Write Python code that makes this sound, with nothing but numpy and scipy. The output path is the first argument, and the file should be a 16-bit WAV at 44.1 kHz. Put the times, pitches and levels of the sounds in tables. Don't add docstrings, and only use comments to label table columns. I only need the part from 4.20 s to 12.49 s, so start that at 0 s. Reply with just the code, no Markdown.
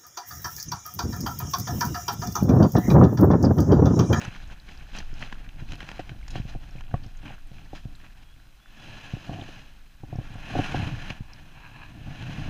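import sys
import numpy as np
from scipy import signal
from scipy.fft import rfft, irfft, next_fast_len
from scipy.io import wavfile
from scipy.ndimage import uniform_filter1d

SR = 44100
rng = np.random.default_rng(int(sys.argv[2]) if len(sys.argv) > 2 else 0)


def wav_out(sig):
    wavfile.write(sys.argv[1], SR, np.round(np.clip(np.atleast_2d(sig).T, -1, 1) * 32767).astype(np.int16))


N = 365677
TIME = np.arange(N) / SR
STEPS = TIME[::64]
FREQ = np.fft.rfftfreq(N, 1 / SR)

# (frequency [Hz], relative level [dB])
RIVER_SPECTRUM = [(20, -3.5), (45, -11.5), (90, -31), (200, -26), (450, -35.5), (700, -37), (1200, -33),
                  (1700, -35), (3500, -37), (5500, -41), (8200, -43), (11500, -44), (14500, -43.5)]
# (start [s], length [s], first pitch [Hz], middle pitch [Hz], last pitch [Hz], level [dB])
BIRD_NOTES = [(4.03, 0.13, 3310, 3290, 3430, -65), (4.39, .125, 3330, 3470, 3443, -65),
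              (4.562, 0.097, 3420, 3370, 3460, -58)]
# (time [s], level [dB])
BODY_SWAY = [(0.0, -59), (0.23, -35), (0.42, -42.5), (0.6, -37), (1.1, -41), (1.5, -35.5), (1.68, -41.5),
             (2.12, -34), (2.5, -40), (3.4, -43), (3.9, -47), (4.4, -52.5), (4.95, -51.5), (5.8, -48.5),
             (5.98, -43.5), (6.8, -42.5), (7.48, -52), (8.29, -39.5)]
# (time [s], relative level [dB], pitch [Hz])
DRIP_PINGS = [(0.275, -47, 6500), (.398, -38.5, 3970), (.574, -41, 4760), (0.939, -39.5, 5240),
              (2.028, -41, 2190), (2.508, -44.5, 5440), (2.584, -39.5, 2450), (2.836, -43, 4440),
              (2.863, -44, 5330), (2.971, -45.5, 6560), (3.271, -50, 8350), (3.751, -41.5, 4100),
              (3.756, -50, 7700), (4.458, -40, 1580), (5.212, -30, 3160), (5.958, -45, 5450),
              (6.14, -47, 7900), (7.133, -37, 5050)]
# (frequency [Hz], relative gain [dB])
CLOTH_SPECTRUM = [(60, -22.5), (180, 11.5), (450, -3.5), (900, 0.5), (1250, -5.5), (2100, -2.5),
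                  (3150, 2.5), (3650, -7), (4500, -12), (6600, -14.5), (7200, -18.5), (8700, -29.5),
                  (11500, -35.5), (14500, -36)]
# (frequency [Hz], width [Hz], full gain [dB])
AIR_MODES = [(570, 60, 2.0), (750, 180, 5.3), (1100, 110, 4.9), (1420, 230, 8.4), (1700, 250, 7.9),
             (2540, 270, 4.5), (2950, 380, -2.3), (3230, 210, -2.4), (3980, 190, 10.1), (4220, 200, 7.9),
             (4950, 250, 8.7), (5430, 170, 5.9), (5890, 140, 5.9), (6140, 240, 6.7), (6590, 360, 5.1),
             (9680, 680, 11.1), (10630, 310, 6.6)]
# (frequency [Hz], width [Hz], relative gain [dB])
WALL_MODES = [(974, 330, 1), (1656, 140, 1.5), (2550, 350, 0.5), (4020, 240, -9)]
# (frequency [Hz], gain [dB], time to fall 60 dB [s])
MOUNT_MODES = [(56.3, -6.5, 0.12), (119.7, 11, 0.035), (186, -7, 0.04), (300, 6.5, 0.041),
               (578, -6.5, 0.047), (738, 4.5, 0.028), (940, -22, 0.015), (1103, -5, 0.038),
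               (1410, -24, 0.0092), (1870, -7, 0.015)]
# (time [s], pitch [Hz])
GAP_PITCH = [(6.2, 1700), (6.38, 1700), (6.48, 1410), (6.56, 1600), (6.68, 1730)]
# (peak time [s], length [s], level [dB])
WALL_BRUSHES = [(7.1, .14, -57), (7.375, 0.067, -52.5), (7.46, 0.09, -48.5), (7.565, 0.056, -49.5),
                (7.629, .09, -46)]
# (peak time [s], length [s], level [dB])
MOUNT_SKIDS = [(5.11, 0.052, -40.5), (5.189, .07, -44.5), (6.363, 0.046, -35)]
# (peak time [s], length [s], judder [dB])
ARM_DRAGS = [(4.695, 0.16, -47.5), (5.15, 0.17, -36.5), (5.934, 0.085, -40), (6.39, 0.081, -26.5),
             (6.595, 0.16, -26.5), (6.678, .1, -29.5), (7.785, 0.074, -40.5), (7.882, 0.085, -37),
             (8.115, 0.082, -39), (8.245, 0.56, -32.5)]
# (peak time [s], length [s], rub [dB], brightness [dB], judder [dB])
SLEEVE_TUGS = [(0.041, 0.13, -40.5, -4.5, -42.5), (0.158, 0.081, -49, 0.5, -54),
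               (0.238, 0.082, -59, 4, -50), (.315, 0.12, -50.5, -4, -51), (0.513, 0.096, -52, 1, -64),
               (0.618, 0.079, -52.5, -3, -48), (0.772, 0.093, -44, 2, -44.5), (0.885, 0.14, -60, -2, -59),
               (1.02, 0.14, -46.5, 0, -44.5), (1.143, 0.23, -55, -5, -48), (1.246, 0.19, -58.5, -8, -48.5),
               (1.404, 0.061, -52.5, -7, -40), (1.527, 0.15, -54, 4, -42), (1.613, 0.077, -50.5, -14, -50),
               (1.72, 0.29, -49.5, -2, -53), (1.904, .09, -55, -1, -41), (2.163, 0.1, -48, 0.5, -37),
               (2.301, 0.068, -52.5, 2, -44), (2.44, 0.36, -59, -3, -62), (2.585, 0.26, -60.5, -3, -47.5),
               (2.747, 0.11, -57, -6, -37), (2.846, 0.2, -63.5, 3, -46), (3.064, 0.085, -47, -7.5, -41),
               (3.126, 0.068, -49.5, -6, -55), (3.388, 0.27, -58, -0.5, -49), (3.455, 0.04, -75, 1, -48),
               (3.56, 0.059, -51, 0, -50), (3.705, 0.21, -65, 0, -49.5), (3.849, 0.069, -52.5, -4, -52),
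               (4, .18, -60.5, -4, -57.5), (4.227, 0.26, -69.5, 1, -58.5)]
# (full from [s], full until [s], attack [s], release [s],
#  rub [dB], brightness [dB], rasp of the ribbed weave [dB], judder [dB])
SLEEVE_SWEEPS = [(4.652, 4.855, 0.12, 0.16, -50.5, -0.5, 3.5, -53.5),
                 (5.05, 5.328, 0.18, 0.18, -52, 0.5, 3, -56),
                 (6.033, 6.2, 0.17, 0.072, -54, -4, 0.5, -49.5), (6.38, 6.598, .15, .17, -39.5, -4, 2, -43),
                 (6.775, 6.89, 0.055, 0.091, -46, -3, 2, -48),
                 (7.127, 7.697, 0.093, 0.063, -58.5, -3.5, 1, -54.5),
                 (8.11, 8.286, 0.29, .15, -46.5, -3, 2.5, -43)]
# (time [s], relative level [dB], brightness [dB], decay [s], pitch of the fold [Hz])
FOLD_SNAPS = [(0.014, -29, 8, 0.0023, 2400), (0.048, -48.5, 20.5, 0.0052, 6100),
              (0.158, -43, -10, 0.012, 1690), (0.487, -38, -4, 0.0053, 2180),
              (0.75, -29.5, -14, 0.0032, 2520), (0.763, -52, 19, 0.006, 5500),
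              (0.786, -33, 10, 0.0032, 4400), (0.802, -34.5, -4, 0.0052, 2790),
              (0.992, -56, 19, 0.0051, 6600), (1.024, -23, -14, 0.0035, 1960),
              (1.125, -26, -5, 0.0029, 1850), (1.29, -34, -5, 0.0018, 3100), (1.52, -26, 2.5, 0.0019, 3420),
              (1.533, -34, -4, 0.0024, 3000), (1.555, -44, 16, 0.0016, 4110),
              (1.604, -27.5, -6, 0.0037, 1880), (1.628, -31, -10, 0.0023, 1830),
              (1.689, -23.5, 1, 0.0018, 2530), (1.715, -28.5, 1, 0.0023, 1780),
              (1.793, -37.5, 0.5, 0.013, 1650), (1.893, -29.5, -6, 0.0028, 1710),
              (2.08, -41.5, 9, 0.0035, 5500), (2.104, -53.5, 20.5, 0.011, 5270),
              (2.157, -38.5, 0, 0.019, 3100), (2.608, -34.5, -2, 0.0022, 1600),
              (2.739, -34.5, -21, 0.0011, 1300), (3.078, -35.5, -18, 0.0037, 2580),
              (3.383, -38, -13, 0.0022, 1510), (3.549, -48.5, 4.5, 0.037, 3320),
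              (6.901, -26, -9, 0.0067, 2720), (8.024, -30, -6, 0.0021, 4060)]
# (time [s], soft thud [dB], hollow body [dB], hard knock [dB], rough upper reach of the contact [Hz])
HOUSING_BUMPS = [(0.079, -26, -40.5, -56, 600), (0.927, -33.5, -40.5, -56, 600),
                 (1.421, -29.5, -40.5, -48, 600), (1.793, -33, -29.5, -21.5, 680),
                 (1.916, -30, -41, -46, 600), (1.959, -35.5, -52, -50, 600), (2.155, -38, -32, -26.5, 850),
                 (2.179, -28, -35, -39, 600), (2.199, -22, -58, -55, 600), (2.252, -29, -47, -40, 600),
                 (2.349, -39, -36.5, -33, 740), (2.358, -29, -51, -40, 764), (2.553, -34, -54, -36.5, 560),
                 (2.741, -15, -36, -21, 1680), (2.861, -32.5, -49, -44, 590), (3.104, -37, -51, -36.5, 835),
                 (3.315, -37, -58, -44, 600), (3.531, -35, -33.5, -28.5, 690), (3.654, -27, -63, -42, 605),
                 (4.936, -21, -46, -35, 587), (4.967, -37, -36, -40, 880), (5.094, -24.5, -56, -30, 910),
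                 (5.131, -38, -41, -32, 844), (5.22, -40, -45, -35.5, 805), (5.286, -51, -41, -36, 610),
                 (5.834, -31, -35, -38, 885), (5.927, -27, -34, -32.5, 860), (5.955, -27.5, -56, -36, 845),
                 (5.986, -20.5, -34, -35, 830), (6.011, -40, -43, -38, 590), (6.104, -34.5, -63, -57, 600),
                 (6.155, -30.5, -56, -40, 870), (6.353, -29, -28, -17.5, 735), (6.36, -26.5, -32, -32, 755),
                 (6.368, -24, -36, -36, 795), (6.388, -34, -27, -17, 765), (6.395, -38, -19, -20, 850),
                 (6.544, -40, -23, -18, 850), (6.67, -23, -39, -50, 900), (6.728, -29, -51, -51, 610),
                 (6.905, -27, -44, -37, 895), (7.006, -26.5, -57, -62, 604), (8.183, -26.5, -43, -44, 600)]


def amp(db):
    return 10 ** (np.asarray(db) / 20)


def decibels(gain):
    return 20 * np.log10(gain)


def unit(x):
    return x / np.sqrt(np.mean(x ** 2) + 1e-20)


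def spectrum(points):
    hz, db = np.transpose(points)
    return np.interp(np.log(FREQ + 1), np.log(hz + 1), db)


def follow(rows):
    return np.interp(TIME, *np.transpose(rows))


def add(mix, s, sound):
    part = mix[max(round(s * SR), 0):][:len(sound)]
    part += sound[:len(part)]


def colour(x, db, band_hz, order=8192):
    in_band = (FREQ > band_hz[0]) & (FREQ < band_hz[1])
    db = db - 10 * np.log10(np.mean(amp(db) ** 2 * in_band))
    log_gain = np.interp(abs(np.fft.fftfreq(order, 1 / SR)), FREQ, db) * np.log(10) / 20
    taps = np.fft.ifft(np.exp(np.conj(signal.hilbert(log_gain)))).real
    return signal.oaconvolve(x, taps[:order // 2])[:N]


def lift(x, db, lo_hz, hi_hz):
    band = signal.sosfiltfilt(signal.butter(2, [lo_hz, hi_hz], "band", fs=SR, output="sos"), x)
    return x + (amp(db) - 1) * band


def wobble(rate_hz):
    size = next_fast_len(N)
    hz = np.fft.rfftfreq(size, 1 / SR)
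    slow = rfft(rng.standard_normal(size)) / (1 + (hz / rate_hz) ** 4)
    return unit(irfft(slow, size)[:N])


def slips(per_s, spread_db, smooth):
    size = amp(spread_db * np.minimum(rng.exponential(1, N), 4)) * rng.choice([-1, 1], N)
    clicks = size * (rng.random(N) < per_s / SR)
    return unit(unit(clicks) + smooth * rng.standard_normal(N))


def together(db):
    power = (amp(np.maximum(db, -150)) ** 2).sum(0)
    return np.interp(TIME, STEPS, np.sqrt(power))


def swells(peak, length, db, roundness=0.96):
    away = 2 * abs(STEPS - peak[:, None]) / length[:, None]
    return together(db[:, None] - 10 * away ** roundness)


def holds(start, end, attack, release, db, roundness=1.33):
    before = (start[:, None] - STEPS) / attack[:, None]
    after = (STEPS - end[:, None]) / release[:, None]
    away = np.maximum(before, after).clip(min=0)
    return together(db[:, None] - 10 * away ** roundness)


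def stir(db, slope, usual_sway_db=-42):
    return amp(db + slope * (follow(BODY_SWAY) - usual_sway_db))


def river(level_db=-67.5):
    wash = slips(per_s=830, spread_db=0.5, smooth=1.9) * amp(0.14 * wobble(rate_hz=6.1))
    return amp(level_db) * colour(wash, spectrum(RIVER_SPECTRUM), band_hz=(400, 15000))


def bird():
    out = np.zeros(N)
    for s, length, *pitches, db in BIRD_NOTES:
        progress = np.linspace(0, 1, int(length * SR))
        hz = np.interp(progress, [0, 0.5, 1], pitches)
        whistle = np.sin(2 * np.pi * np.cumsum(hz) / SR)
        add(out, s, amp(db) * signal.windows.tukey(len(hz), 0.5) * whistle)
    return out


def sway():
    shape = amp(spectrum([(5, -58), (16, 14.5), (26, 1.5), (45, -3), (70, -9), (130, -44), (500, -65.5)]))
    shape /= np.sqrt(np.mean(shape ** 2 * (FREQ > 18) * (FREQ < 70)))
    rumble = irfft(rfft(rng.standard_normal(N)) * shape, N)
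    return rumble * amp(follow(BODY_SWAY))


def drips(rise_s=0.0014, decay_s=0.0018, splash=0.65):
    t, out = TIME[:SR // 40], np.zeros(N)
    fade = (1 - np.exp(-(t / rise_s) ** 2)) * np.exp(-t / decay_s)
    for s, db, hz in DRIP_PINGS:
        band = signal.butter(4, [hz * 0.83, hz * 1.2], "band", fs=SR, output="sos")
        spray = unit(signal.sosfilt(band, rng.standard_normal(len(t))))
        ping = np.sin(2 * np.pi * hz * t) + splash * spray
        add(out, s, amp(db + 2.5) * ping * fade)
    return out


def housing(x, depth):
    peaks_db = sum(db * np.exp(-2 * ((FREQ - hz) / width) ** 2) for hz, width, db in AIR_MODES)
    return colour(x, spectrum(CLOTH_SPECTRUM) + depth * peaks_db, band_hz=(1300, 4000))


def brush():
    ring = sum(amp(db) / (1 + ((FREQ - hz) / width) ** 2) ** 1.5 for hz, width, db in WALL_MODES)
    strokes = slips(per_s=1500, spread_db=4.5, smooth=0.6) * swells(*np.transpose(WALL_BRUSHES))
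    return colour(strokes, decibels(ring + 1e-4), band_hz=(850, 2750))


def skid():
    catches = slips(per_s=140, spread_db=3, smooth=0.43) * swells(*np.transpose(MOUNT_SKIDS))
    ring_db = spectrum([(100, -9), (310, 2), (440, -14), (560, -17), (630, -6), (715, -0.5),
                        (830, -15), (980, -21), (2000, -35), (6000, -77)])
    return colour(catches, ring_db, band_hz=(450, 1000))


def judder():
    tug, sweep = np.transpose(SLEEVE_TUGS), np.transpose(SLEEVE_SWEEPS)
    pulls = [swells(*tug[:2], db=tug[-1]), holds(*sweep[:4], db=sweep[-1]),
             swells(*np.transpose(ARM_DRAGS)), stir(db=-60.5, slope=1)]
    shake = slips(per_s=320, spread_db=3, smooth=0.37) * np.linalg.norm(pulls, axis=0)
    ring_db = spectrum([(30, -19.5), (75, -4), (115, 1), (148, -2.5), (205, -13.5), (255, -13.5),
                        (295, -10.5), (370, -27.5), (520, -32.5), (720, -20), (1000, -37), (3000, -68)])
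    return colour(shake, ring_db, band_hz=(85, 350))


def crinkle(per_s_per_pitch=9, cycles=1.67, spread_db=4):
    t, out = TIME[:400], np.zeros(N)
    for hz in np.geomspace(1300, 6000, 24):
        pop = t * hz * np.exp(-2 * t * hz / cycles) * np.sin(2 * np.pi * hz * t)
        times = TIME[rng.random(N) < per_s_per_pitch / SR]
        sizes = np.minimum(rng.exponential(1, 2000), 3.5)
        for s, size in zip(times, sizes):
            add(out, s, amp(spread_db * size) * pop)
    return unit(out)


def tugs(crinkle_db=-12, stir_bright_db=3):
    *when, db, bright_db, _ = np.transpose(SLEEVE_TUGS)
    stirring = stir(db=-67, slope=0.2)
    gain = np.hypot(swells(*when, db), stirring)
    treble_gain = np.hypot(swells(*when, db + bright_db), stirring * amp(stir_bright_db))
    weave = slips(per_s=2600, spread_db=2, smooth=1) * amp(1.67 * wobble(rate_hz=39))
    weave += amp(crinkle_db) * crinkle()
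    return gain * lift(weave, decibels(treble_gain / gain), lo_hz=3250, hi_hz=7800)


def air_gap(x, width_hz=90):
    turn = np.exp(2j * np.pi * np.cumsum(follow(GAP_PITCH)) / SR)
    pole = np.exp(-np.pi * width_hz / SR)
    return 2 * (turn * signal.lfilter([1 - pole], [1, -pole], x / turn)).real


def sweeps(gap_db=-4, sheen_db=1):
    *when, db, bright_db, rasp_db, _ = np.transpose(SLEEVE_SWEEPS)
    gain = holds(*when, db)
    weave = slips(per_s=6000, spread_db=3.5, smooth=1.1) * amp(1.3 * wobble(rate_hz=53))
    weave += amp(gap_db) * air_gap(weave)
    weave = lift(weave, decibels(holds(*when, db + bright_db) / gain), lo_hz=3320, hi_hz=9200)
    weave = lift(weave, decibels(holds(*when, db + rasp_db) / gain), lo_hz=2380, hi_hz=3180)
    return amp(-0.88) * gain * lift(weave, sheen_db, lo_hz=9500, hi_hz=11200)


def sleeve():
    return housing(tugs() + sweeps(), depth=0.75)


def folds(ring_db=8, ring_width_hz=380, patchy_db=2.5, rise_s=0.00081):
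    t, out = TIME[:4096], np.zeros(N)
    hz = np.fft.rfftfreq(len(t), 1 / SR)
    middle = (hz > 1300) & (hz < 3500)
    for s, db, bright_db, decay_s, fold_hz in FOLD_SNAPS:
        grit, shape = rng.standard_normal((2, len(t)))
        patches = unit(uniform_filter1d(uniform_filter1d(shape, size=70), size=50))[:len(hz)]
        tone_db = ring_db * np.exp(-((hz - fold_hz) / ring_width_hz) ** 2)
        tone_db += patchy_db * patches * np.minimum(hz / 5000, 1)
        fade = (1 - np.exp(-t / rise_s)) * np.exp(-t / decay_s)
        burst = irfft(rfft(grit) * amp(tone_db)) * fade
        burst *= np.linalg.norm(fade) / np.sqrt(np.mean(abs(rfft(burst)[middle]) ** 2))
        add(out, s, amp(db - 1.5) * lift(burst, bright_db, lo_hz=4100, hi_hz=14400))
    return housing(out, depth=0.47)


def bumps(detune=0.03):
    t, out = TIME[:SR // 8], np.zeros(N)
    hz, db, t60 = np.transpose(MOUNT_MODES)[:, :, None]
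    group = np.digitize(hz, [240, 360])
    contact = 1 - np.exp(-(t / (0.0005 + 0.25 / hz)) ** 2)
    for s, thud_db, body_db, knock_db, reach_hz in HOUSING_BUMPS:
        force_db = np.array([thud_db, body_db - 1, knock_db - 1])[group]
        pitch = hz * (1 + detune * rng.standard_normal(hz.shape))
        modes = amp(db + force_db - 60 * t / t60) * np.sin(2 * np.pi * pitch * t)
        padding = signal.butter(6, reach_hz * 1.1, fs=SR, output="sos")
        add(out, s - 0.001, signal.sosfilt(padding, (contact * modes).sum(0)))
    return out


def scene():
    close = sleeve() + brush() + folds() + judder() + bumps() + skid()
    return (close + drips() + sway() + river() + bird())[None]


def record(dry):
    lowpass = signal.firwin(511, cutoff=15350, window=("kaiser", 9), fs=SR)
    return signal.oaconvolve(dry, lowpass[None], "same")


dry = scene()
out = record(dry)
wav_out(out)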